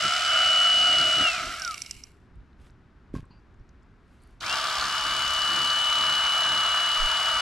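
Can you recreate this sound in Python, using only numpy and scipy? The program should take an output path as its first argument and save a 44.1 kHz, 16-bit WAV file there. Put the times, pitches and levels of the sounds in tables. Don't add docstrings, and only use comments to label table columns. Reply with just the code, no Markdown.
import sys
import numpy as np
from scipy import signal
from scipy.fft import rfft, irfft
from scipy.io import wavfile
from scipy.ndimage import uniform_filter1d

SR = 44100
rng = np.random.default_rng(int(sys.argv[2]) if len(sys.argv) > 2 else 0)


def put_to_file(sound):
    columns = np.atleast_2d(sound).T
    safe = np.clip(columns, -1, 1)
    whole_steps = np.round(safe * 32767)
    wavfile.write(sys.argv[1], SR, whole_steps.astype(np.int16))


def boost(x):
    u = np.asarray(x, float) / 20
    return 10 ** u


N = 326779
T = np.arange(N) / SR


def evened(x):
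    return x / np.sqrt(np.mean(x ** 2) + 1e-20)


def smooth_noise(size, *spans):
    x = rng.standard_normal(size)
    for span in spans:
        x = uniform_filter1d(x, span)
    return evened(x)


def read(points, hz):
    f, value = np.transpose(points)
    return np.interp(np.log(hz + 1), np.log(f + 1), value)


def follow(points, t):
    s, *columns = np.transpose(points)
    return [np.interp(t, s, column) for column in columns]


def colour(x, points, lo_hz=0, hi_hz=SR):
    hz = np.abs(np.fft.fftfreq(8192, 1 / SR)) + 1
    gain = boost(read(points, hz)) / np.sqrt((1 + (lo_hz / hz) ** 8) * (1 + (hz / hi_hz) ** 8))
    log = np.log(gain + 1e-5)
    taps = np.fft.ifft(np.exp(log - 1j * signal.hilbert(log).imag)).real[:4096]
    rows = signal.oaconvolve(np.atleast_2d(x), taps[None] / np.linalg.norm(taps), axes=1)
    return rows[:, :x.shape[-1]].reshape(x.shape)


def ring(hz, t60, size=3000):
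    t = np.arange(size) / SR
    return boost(-60 * t / t60) * np.sin(2 * np.pi * hz * t)


def linger(x, decay_s):
    return signal.lfilter([1], [1, -np.exp(-1 / SR / decay_s)], x)


def swells(t, rest_db, rows):
    return boost(rest_db) + sum(boost(db) * np.exp(-((t - s) / width) ** 2) for s, db, width in rows)


def add(mix, s, sound, pan_db=0):
    part = mix[:, round(s * SR):][:, :len(sound)]
    part += boost([[pan_db / 2], [-pan_db / 2]]) * sound[:part.shape[1]]


# pitch_hz, level_db (per Hz)
WIND_COLOUR = [(7.1, -29.5), (12, -6.5), (28, 5.5), (48, 7), (70, 7.5), (90, -8), (123, -2.5), (156, -9),
               (200, -15.5), (260, -49.5), (440, -120)]
# peak_s, level_db, width_s
GUSTS = [(.47, -54, 0.022), (1.48, -50, 0.022), (1.96, -46, 0.025), (2.37, -45.5, 0.05),
         (2.62, -54.5, 0.028), (3.161, -46, 0.058), (3.61, -49, 0.014), (4.79, -59, 0.024),
         (5.1, -69, 0.02), (5.29, -52, 0.24), (5.66, -50, 0.026), (6.5, -63, 0.03), (6.69, -55, 0.021),
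         (7.08, -43, 0.023), (7.35, -50, 0.035)]
# peak_s, peak_db, pitch_hz, width_s, left_minus_right_db
DEEP_GUST = (7.034, -24, 19, .032, -7)
BREEZE_DB, LUMPS_DB = -57, -0.5


def wind():
    shared, unlike = rng.standard_normal((2, N))
    lumps_db = LUMPS_DB * smooth_noise(N, 2500, 2500)
    noise = colour(shared + np.outer([.16, -.16], unlike), WIND_COLOUR)
    at, peak_db, hz, width, pan_db = DEEP_GUST
    bell = np.exp(-((T - at) / width) ** 2)
    gust = bell * -np.cos(2 * np.pi * hz * (T - at))
    return swells(T, BREEZE_DB + lumps_db, GUSTS) * noise + boost(peak_db + np.outer([.5, -.5], pan_db)) * gust


# pitch_hz, level_db (per Hz)
YARD = [(53, -16.5), (90, -3), (147, -8.5), (236, -8.5), (314, -12.5), (401, -13.5), (502, -22.5),
        (838, -22.5), (1460, -21), (3040, -35.5), (5290, -42), (12000, -64), (15600, -102), (22000, -120)]
YARD_DB = -58.5


def yard():
    shared, unlike = rng.standard_normal((2, N))
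    return boost(YARD_DB) * np.array([colour(shared + side * 0.2 * unlike, YARD) for side in (1, -1)])


# pitch_hz, left_minus_right_db
TILT = [(60, -0.5), (240, -1), (950, 1.5), (3770, 5), (15000, -19)]


def air():
    tilt = boost(np.outer([.5, -.5], read(TILT, np.fft.rfftfreq(N, 1 / SR))))
    return irfft(rfft(wind() + yard()) * tilt, N)


# time_s, gear_mesh_hz
SPEEDS = [
    [(0.0, 2940), (.17, 2961), (0.3, 2964), (0.5, 2946), (0.62, 2951), (0.8, 2942), (0.92, 2927.5),
     (1.0, 2927.5), (1.224, 2938), (1.28, 2748), (1.63, 1533), (1.7, 1313), (1.8, 1040), (2.04, 500),
     (2.14, 290), (2.33, 100)],
    [(4.395, 2945), (5.0, 2947), (5.3, 2956.5), (5.47, 2947.5), (5.62, 2948), (5.8, 2963.5), (5.92, 2963),
     (6.12, 2948.5), (6.32, 2952.5), (6.48, 2948.5), (6.66, 2933), (6.8, 2936), (7.0, 2945), (7.41, 2941)],
]
TRIGGER_S = [-1, 4.39]
CRANK_START = [.045, .038]
CRANK = .012
SPIN_UP_S = .044


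def spin(run):
    s, settled = np.transpose(SPEEDS[run])
    t = np.arange(s[0], min(s[-1], N / SR), 1 / SR)
    hz = np.interp(t, s, settled) * (1 - np.exp(-(t - TRIGGER_S[run]) / SPIN_UP_S))
    return t, hz, CRANK_START[run] + CRANK * np.cumsum(hz) / SR


FULL_HZ = 2950


def octaves_slower(hz):
    return np.log2(np.maximum(FULL_HZ / hz, 1))


TORQUE_S = 0.014


def torque(t, run):
    return np.exp(-(t - TRIGGER_S[run]) / TORQUE_S)


TAKE_UP_S, CATCH_S = .013, 0.0018


def gears_meet(t, run):
    return np.clip((t - TRIGGER_S[run] - TAKE_UP_S) / CATCH_S, 0, 1)


def blows(crank, table, loose):
    luck, out = rng.standard_normal((200, len(table), 2)), np.zeros(len(crank))
    for k, (angle, db) in enumerate(table):
        at = np.flatnonzero(np.diff(np.floor(crank - angle)))
        shift = (loose * luck[:len(at), k, 0]).astype(int)
        out[np.clip(at + shift, 0, len(crank) - 1)] = boost(db + 1.6 * luck[:len(at), k, 1])
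    return out


# time_s, rattle_db, whine_db, whine_left_minus_right_db, whine_left_lead_rad
GRIPS = [
    [(0.0, -27, -32, 4, -.75), (.22, -26, -32.5, 2, -0.86), (.3, -26, -26, -.6, -.63),
     (.4, -24.5, -23, 0, -0.43), (.6, -27, -21, 0.5, -0.53), (.76, -28.5, -20.5, .5, -.5),
     (.94, -26, -21.5, 0, -0.51), (1.07, -26.5, -23.5, .0, -0.38), (1.3, -27.5, -23, 2.5, -0.8),
     (1.7, -25.5, -20.5, 0, -0.1)],
    [(4.415, -23, -40, -5, -0.44), (4.435, -27, -8, 11, -.5), (4.455, -34, -19, 12, -0.69),
     (4.475, -30, -28, 5, -0.95), (4.52, -31.5, -34.5, 5, -.8), (4.54, -29, -33, 5, -.9),
     (4.56, -31.5, -45, 4.5, -1.2), (4.64, -31, -40, 5, -1), (4.68, -31, -42, 3, -1),
     (4.87, -30.5, -46, 6, -0.5), (4.9, -31.5, -36, 5, -0.56), (5.08, -31, -32.5, 4, -.45),
     (5.11, -31.5, -31, 2, -0.51), (5.25, -31.5, -30.5, 4, -.37), (5.45, -31, -28, 3, -.37),
     (5.9, -31, -25.5, 3, -0.63), (6.5, -29, -26, 1, -0.73), (7.41, -30, -28, 2.6, -0.56)],
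]


def hand_grip(t, run):
    return follow(GRIPS[run], t)


# pitch_hz, level_db
WHINE_PATH = [(1100, -48), (1200, -24), (1320, -9.5), (1530, -16.5), (1640, -27.5), (1720, -29.5),
              (1790, -39), (2200, -35), (2400, -17.5), (2600, -11.5), (2740, 1), (2950, 0.5)]
TORQUE_WHINE_DB = 12


def tooth_whine(t, hz, teeth, run):
    _, level_db, pan_db, lead = hand_grip(t, run)
    level_db = level_db + read(WHINE_PATH, hz) + TORQUE_WHINE_DB * torque(t, run)
    halves = [.5, -.5]
    tone = np.sin(2 * np.pi * teeth + np.outer(halves, lead))
    tone *= boost(level_db + np.outer(halves, pan_db))
    tone *= 1 + 0.023 * smooth_noise(len(t), 150)
    return tone * np.clip(hz / 1150, 0, 1) ** 6 * gears_meet(t, run)


# multiple_of_mesh_tone, level_db
ORDERS_DB = [
    [(.4, -52.5), (2.4, -65.5)],
    [(.4, -37.5), (.6, -51), (.8, -61), (2.4, -53)],
]
# multiple_of_mesh_tone, peak_s, level_db, width_s
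CLIMB_TONE = (1.17, 4.51, -41, .035)


def shaft_tones(t, hz, teeth, run):
    waver = 1 + 0.1 * smooth_noise(len(t), 900)
    tones = sum(boost(db) * np.sin(2 * np.pi * m * teeth) for m, db in ORDERS_DB[run])
    tones = tones * waver * (hz / hz.max()) ** 8
    multiple, *swell = CLIMB_TONE
    return tones + swells(t, -120, [swell]) * waver ** 2 * np.sin(2 * np.pi * multiple * teeth)


def strands(x, depth_db):
    z = signal.stft(x, nperseg=1024)[2]
    field = rng.standard_normal(z.shape[:0:-1]).T
    field = uniform_filter1d(field, size=2, axis=0)
    for _ in range(2):
        field = uniform_filter1d(field, size=6, axis=1)
    return signal.istft(z * boost(depth_db * evened(field)), nperseg=1024)[1][:, :x.shape[1]]


# pitch_hz, level_db (per Hz)
BODIES = [
    [(240, -58), (400, -40), (540, -33.5), (630, -13), (737, -11.5), (808, -31), (1080, -25), (1200, -12),
     (1340, -2), (1520, -13), (1750, -21), (2170, -15), (2510, -17), (3010, -8.5), (3200, -12), (5500, -15),
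     (6600, -21), (7500, -19.5), (9500, -31.5), (11200, -32.5), (15500, -61.5)],
    [(240, -81), (400, -30), (560, -22.5), (643, -11), (800, -16), (920, -11), (1020, -11), (1180, -5),
     (1350, -3), (1700, -10.5), (1930, -18.5), (2320, -11.5), (2550, -17.5), (2790, -11.5), (3010, -11.5),
     (3150, -11.5), (4410, -14), (7200, -22.5), (11600, -34), (15500, -49.5)],
]
# time_s, change_db
GROWLS = [
    [(0, -0.5), (.25, -1.5), (.5, 0), (.7, 0), (.85, 2.5), (1.1, -0.5), (1.3, -2), (1.7, 1.5)],
    [(4.4, 2.2), (4.6, 2.6), (5, 0), (6, 0), (7.41, 0.32)],
]
GROWL_HZ = 950
KNOCK_DB, REPEAT = -9, 0.54
RATTLE_DB_PER_OCT, RATTLE_BEND = -17, 1.37
WOBBLE_DB, STRANDS_DB = 0.5, 1


def casing_rattle(t, hz, crank, thumps, run):
    wear = rng.standard_normal((2, 1250))[:, (crank % 1 * 1250).astype(int)]
    seat = 2 * np.pi * 1.5 * t
    worn = np.cos(seat) * wear[0] + np.sin(seat) * wear[1]
    fresh = rng.standard_normal((3, len(t)))
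    uneven = boost(0.76 * smooth_noise(len(t), 60))
    contact = uneven * (REPEAT * worn + np.sqrt(1 - REPEAT ** 2) * fresh)
    rattle = colour(contact + boost(KNOCK_DB) * evened(thumps), BODIES[run], hi_hz=2380)
    rattle = strands(rattle, STRANDS_DB)
    low = signal.sosfiltfilt(signal.butter(4, GROWL_HZ, fs=SR, output="sos"), rattle)
    growl_db, = follow(GROWLS[run], t)
    rattle = rattle + low * (boost(growl_db) - 1)
    level_db = hand_grip(t, run)[0] + WOBBLE_DB * smooth_noise(len(t), 1800, 1800)
    level_db = level_db + RATTLE_DB_PER_OCT * octaves_slower(hz) ** RATTLE_BEND
    return boost(level_db) * evened(rattle)


# angle_turns, level_db
KNOCKS = [(.875, 0), (.38, -4), (.03, -13), (.53, -14)]
CRANK_CLACKS_END = 1.355
ENTER_S = 5.1


def blades_free(t, run):
    return (run == 1) & (t < ENTER_S)


def blade_impulses(t, crank, run):
    free = blows(crank + .5, KNOCKS, loose=2.4)
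    cutting = blows(crank, KNOCKS, loose=4.8)
    return np.where(blades_free(t, run), free, cutting) * ((t < CRANK_CLACKS_END) | (run == 1))


# pitch_hz, level_db, t60_s
BLADE = [(5422, 4.5, 0.013), (5740, 0, 0.019), (4560, -4, 0.01006), (2330, 8, 0.017), (2690, 1.5, 0.029),
         (3906, -6.5, 0.0093), (7020, -7.5, 0.012), (7600, -13, 0.012), (8180, -8, 0.012),
         (9850, -11.5, 0.0099), (11300, -23.5, 0.0076)]
# time_s, share_of_free_pitch, ring_over_hiss_db
LOADS = [
    [(0, .9, -11), (.3, .88, -12), (.6, 0.78, -12.5), (.9, .8, -10), (1.3, 0.77, -19.5)],
    [(4.43, 0.81, -19), (4.45, 0.92, -8.5), (4.53, .9, -6.5), (4.65, 0.89, -8), (4.68, 0.76, -9),
     (4.75, .92, -10.5), (4.81, .78, -5), (4.86, 0.92, -10), (5.1, 0.86, -10), (5.3, .82, -10),
     (5.65, .8, -7.5), (5.9, 0.665, -10), (6.2, 0.78, -10.5), (6.45, 0.71, -10), (6.9, 0.753, -12),
     (7.41, 0.88, -12)],
]
SHARES = np.linspace(.6, 1, 9)


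def blade_ring(t, clacks, run):
    high = [mode for mode in BLADE if mode[0] > 5000]
    steel = np.array([sum(boost(db) * ring(f * share, t60) for f, db, t60 in high) for share in SHARES])
    steel *= np.minimum(np.arange(steel.shape[1]) / SR / .0005, 1)
    share, ring_db = follow(LOADS[run], t)
    share = share + .015 * rng.standard_normal(len(t))
    blend = np.maximum(1 - abs(share - SHARES[:, None]) / (SHARES[1] - SHARES[0]), 0)
    rung = signal.oaconvolve(blend * clacks, steel, axes=1).sum(0)[:len(t)]
    return boost(ring_db) * evened(rung)


# angle_turns, level_db
SNAPS = [
    [(.38, 0), (.03, -4)],
    [(.03, 0), (.53, -12)],
]
SNAP_DB, SNAP_S, SNAP_HZ = -17, .0012, 6000


def tip_slaps(t, crank, fast, run):
    slaps = linger(blows(crank, SNAPS[run], loose=6), SNAP_S) * fast * ~blades_free(t, run)
    return boost(SNAP_DB) * evened(colour(rng.standard_normal((3, len(t))) * slaps, BODIES[run], lo_hz=SNAP_HZ))


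# pitch_hz, level_db (per Hz)
COAST = [(1000, -58.5), (1700, -32.5), (2200, 2.5), (2510, -5), (2860, 1), (3400, -16.5), (4040, -8),
         (5850, -7), (6600, -15), (7500, -5.5), (8320, -13), (10500, -14.5), (11300, -12), (12000, -22),
         (14000, -36)]
HISS_DB = [-32.5, -33]
HISS_DB_PER_OCT, TORQUE_HISS_DB = -8.5, 9.5
CLACK_DB, DRAG_GRAIN_DB = -30, 2.5


def blade_hiss(t, hz, crank, run):
    clacks = blade_impulses(t, crank, run)
    chatter, burst = linger(clacks, 0.0024), linger(clacks, 0.00051)
    scrape = rng.standard_normal((3, len(t))) * (1 + 1.3 * chatter + boost(CLACK_DB) * evened(burst))
    fast = np.clip(hz / 2400, 0, 1) ** 2 if run == 0 else 1
    drag = boost(DRAG_GRAIN_DB * smooth_noise(len(t), 200))
    hiss = fast * colour(scrape, BODIES[run], lo_hz=2640) + (1 - fast) * colour(scrape * drag, COAST)
    hiss = evened(hiss) + blade_ring(t, clacks, run)
    hiss = hiss + tip_slaps(t, crank, fast, run)
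    level_db = HISS_DB[run] + HISS_DB_PER_OCT * octaves_slower(hz) + TORQUE_HISS_DB * torque(t, run)
    return boost(level_db) * evened(hiss)


# pitch_hz, level_db (per Hz)
BOARD = [(50, -21.5), (70, -6), (100, -2), (145, -1), (190, -3), (290, -1.5), (360, -2), (430, -13.5),
         (560, -6), (900, -64)]
# peak_s, level_db, width_s
THRUM_SWELLS = [(0.058, -42.5, 0.024), (.85, -54, .1), (1.03, -45, 0.08), (1.21, -37, 0.035),
                (1.45, -51, 0.073), (4.47, -53, 0.08), (4.85, -55, .05), (5.12, -54, 0.11),
                (5.57, -47, 0.1), (6.08, -51.5, 0.095), (6.53, -49.5, 0.075)]
THRUM_SHARES = [0.26, 0.56]
THRUM_DB = -58.5


def board_thrum(t, hz, thumps, run):
    beat = THRUM_SHARES[run]
    thrum = colour(beat * evened(thumps) + (1 - beat) * rng.standard_normal(len(t)), BOARD)
    rest_db = THRUM_DB + HISS_DB_PER_OCT * octaves_slower(hz)
    return swells(t, rest_db, THRUM_SWELLS) * evened(thrum)


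# pitch_hz, likeness (0-1)
SAME = [(100, 0.99), (600, 1), (1500, 1), (4000, 0.65), (7000, 0.75), (12000, 0.65)]
# pitch_hz, lead_rad
LEADS = [
    [(0, 0.06), (6550, 0.3), (8790, -0.06), (10900, -0.7), (12800, 0.01), (15200, -0.4)],
    [(0, 0.051), (2580, -0.28), (6460, 1), (8610, 0.68), (9990, 0.58), (15200, -0.1)],
]
# pitch_hz, left_minus_right_db
SIDES = [
    [(60, -1.5), (1000, -0.5), (3800, -0.5), (12000, -6)],
    [(60, -1), (1000, -1), (3000, 6), (5000, -2.5), (12000, -1)],
]


def ports(mid, stray, run):
    hz = np.fft.rfftfreq(len(mid), 1 / SR)
    same = np.sqrt(np.clip(read(SAME, hz), 0, 1))
    turn = np.exp(.5j * np.outer([1, -1], read(LEADS[run], hz)))
    turn = turn * boost(np.outer([.5, -.5], read(SIDES[run], hz)))
    return irfft(turn * (same * rfft(mid) + np.sqrt(1 - same ** 2) * rfft(stray)), len(mid))


# angle_turns, level_db
THUMPS = [(0.313, -8.5), (0.817, -7)]
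DRAG_HZ = 620


def knife(run):
    t, hz, crank = spin(run)
    teeth = np.cumsum(hz) / SR
    thumps = blows(crank, THUMPS, loose=6.0)
    noise = casing_rattle(t, hz, crank, thumps, run) + blade_hiss(t, hz, crank, run)
    noise = noise + board_thrum(t, hz, thumps, run)
    noise *= gears_meet(t, run) * np.clip((hz - 100) / DRAG_HZ, 0, 1)
    tones = np.sqrt(2) * shaft_tones(t, hz, teeth, run)
    out = ports(noise[0] + tones, noise[1:], run) + np.sqrt(2) * tooth_whine(t, hz, teeth, run)
    return t[0], out * signal.windows.tukey(len(t), .002)


# start_s, peak_db, low_tones_db, middle_tones_db, high_tones_db
CLACKS = [(1.597, -26, -18.5, 6.5, 4.5), (1.6198, -21.5, -31.5, -1, -4), (1.6486, -20, -23, 8, -1.5),
          (1.677, -22.5, -18, 4.5, -1.5), (1.7097, -26.5, -17.5, 8.5, 3), (1.743, -23, -1, 2, 7.5),
          (1.779, -27, -1, 2.5, 4.5), (1.8187, -18.5, -15.5, 0.5, 3.5), (1.848, -37, -1.5, -4, 1.5),
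          (1.862, -30, -15.5, 6, -1.5), (1.895, -39.5, 0.5, -1.5, 1.5), (1.9104, -19, -16, -14.5, 3.5),
          (1.9659, -42, -12, -3, 3), (2.0373, -28.5, -25, -15, -3.5), (4.408, -29, -9, 10, -6)]
LISTED_FROM = 1.585
APART_DB, APART_SPREAD_DB, APART_LOW_DB, BACK_MID_DB = -31.5, 2.5, -12, 8
CLACK_PAN_DB = -6


def coasting_clacks():
    t, _, crank = spin(0)
    turns = t[np.flatnonzero(np.diff(np.floor(2 * (crank - KNOCKS[0][0]))))]
    turns = turns[(turns > CRANK_CLACKS_END) & (turns < LISTED_FROM)]
    rows = []
    for k, s in enumerate(turns):
        a, b = APART_SPREAD_DB * rng.standard_normal(2)
        rows.append((s, APART_DB + a, APART_LOW_DB + b, BACK_MID_DB * (k % 2), 0))
    return rows


def clacks(mix):
    t = np.arange(3000) / SR
    for s, db, low_db, mid_db, high_db in coasting_clacks() + CLACKS:
        sound = np.zeros(3000)
        for f, mode_db, t60 in BLADE:
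            a, b = rng.standard_normal(2)
            band_db = low_db * (f < 3000) + mid_db * (3000 < f < 5000) + high_db * (f > 6500)
            sound += boost(mode_db + 3 * a + band_db) * ring(f * (1 + .015 * b), t60)
        crack = rng.standard_normal(3000) * boost(-60 * t / 0.02)
        sound += 0.22 * boost(high_db) * colour(crack, COAST)
        sound *= np.minimum(t / 0.00035, 1)
        add(mix, s, boost(db) * sound / abs(sound).max(), CLACK_PAN_DB)


# start_s, peak_db, pitch_hz
TICKS = [(2.356, -64, 8500), (2.4054, -63.5, 3000), (2.5298, -62, 3980), (2.6973, -58.5, 2300),
         (2.6985, -56, 1300), (2.699, -59, 4500), (2.705, -61, 6500), (3.254, -62.5, 8100),
         (3.3994, -68, 5000), (3.543, -66.5, 6340), (3.5962, -67.5, 5080), (3.6912, -55, 5230),
         (3.8247, -64.5, 4800), (3.831, -65, 7000), (4.0794, -71, 7780), (4.114, -68, 5000),
         (4.133, -74.5, 10600), (4.22, -59.5, 8000), (4.2264, -58, 8200), (4.236, -51, 9190),
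         (4.274, -58, 9950), (4.3076, -66.5, 10300)]


def wet_ticks(mix):
    for s, db, hz in TICKS:
        grain = rng.standard_normal(500) * boost(-60 * np.arange(500) / SR / 0.0098)
        band = signal.butter(2, [hz * 0.9, min(hz * 1.2, 15000)], "band", fs=SR, output="sos")
        grain = signal.sosfilt(band, grain)
        add(mix, s, boost(db) * grain / abs(grain).max(), -1.5)


# start_s, rise_s, hold_s, fall_s, level_db, graininess_db
SLIDES = [(2.57, 0.044, 0.072, .04, -66.5, 2.3), (3.133, 0.0042, .01, 0.022, -61, 4.5),
          (3.139, 0.012, 0.014, 0.075, -55, 5.4), (3.969, 0.15, 0.21, 0.12, -72, 1.5)]
# pitch_hz, level_db (per Hz)
SLIDE_COLOUR = [(290, -18), (500, -3), (1190, 0), (2740, -3.5), (3620, -7), (3990, -9), (8480, -14),
                (11700, -18), (14000, -49)]
SLIDE_EDGE_DB = -20


def skin_slides(mix):
    for *shape, top_db, grain_db in SLIDES:
        s, db = np.cumsum(shape), top_db + SLIDE_EDGE_DB * np.array([1, 0, 0, 1])
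        t = np.arange(s[0], s[-1], 1 / SR)
        grains = rng.standard_normal(len(t)) * boost(grain_db * smooth_noise(len(t), 80))
        add(mix, s[0], boost(np.interp(t, s, db)) * colour(evened(grains), SLIDE_COLOUR), -1.5)


# start_s, thud_db, thud_hz, board_ring_db
FLOPS = [(3.14, -17, 262, -49), (3.145, -24.5, 140, -59), (3.151, -48, 228, -33.5),
         (3.163, -17.5, 125, -42), (3.168, -29.5, 260, -55), (3.183, -30, 200, -43), (3.194, -26, 130, -55),
         (3.228, -30.5, 100, -62), (3.24, -50, 150, -49), (3.306, -37, 170, -57)]
# pitch_hz, level_db, t60_s
BOARD_RING = [(520, -5.5, 0.028), (1070, -4, 0.058), (1580, -9.5, 0.041)]
THUD_S = 0.028


def fish_flops(mix):
    board = sum(boost(db) * ring(hz, t60, size=6000) for hz, db, t60 in BOARD_RING)
    soft_start = np.minimum(np.arange(6000) / SR / 0.0016, 1)
    for s, db, hz, ring_db in FLOPS:
        blow = boost(db) * ring(hz, THUD_S, size=6000) + boost(ring_db) * board
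        add(mix, s, blow * soft_start, -1)


# start_s, end_s, pitch_hz, half_width_hz, level_db (before the fade)
NOISE_BANDS = [(3.149, 3.2, 3600, 1500, -64), (3.301, 3.401, 4690, 110, -72.5),
               (3.303, 3.35, 4260, 130, -74), (3.308, 3.387, 2700, 250, -74), (3.305, 3.35, 940, 77, -65),
               (4.049, 4.2, 4370, 450, -88), (4.2, 4.35, 4600, 200, -82), (4.195, 4.282, 4300, 199, -80),
               (4.47, 4.9, 3260, 250, -43)]


def noise_bands(mix):
    for start, end, hz, width_hz, db in NOISE_BANDS:
        size = round((end - start) * SR)
        band = signal.butter(2, [hz - width_hz, hz + width_hz], "band", fs=SR, output="sos")
        fade = signal.windows.tukey(size, .1) * np.linspace(1.6, .4, size)
        add(mix, start, boost(db) * evened(signal.sosfilt(band, rng.standard_normal(size))) * fade)


def scene():
    mix = air()
    for run in (0, 1):
        s, sound = knife(run)
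        part = mix[:, round(s * SR):][:, :sound.shape[1]]
        part += sound[:, :part.shape[1]]
    clacks(mix)
    wet_ticks(mix)
    skin_slides(mix)
    fish_flops(mix)
    noise_bands(mix)
    return mix


def roll_off(x):
    return signal.sosfilt(signal.butter(12, 15620, fs=SR, output="sos"), x)


def record(dry):
    return roll_off(dry)


dry = scene()
out = record(dry)
put_to_file(out)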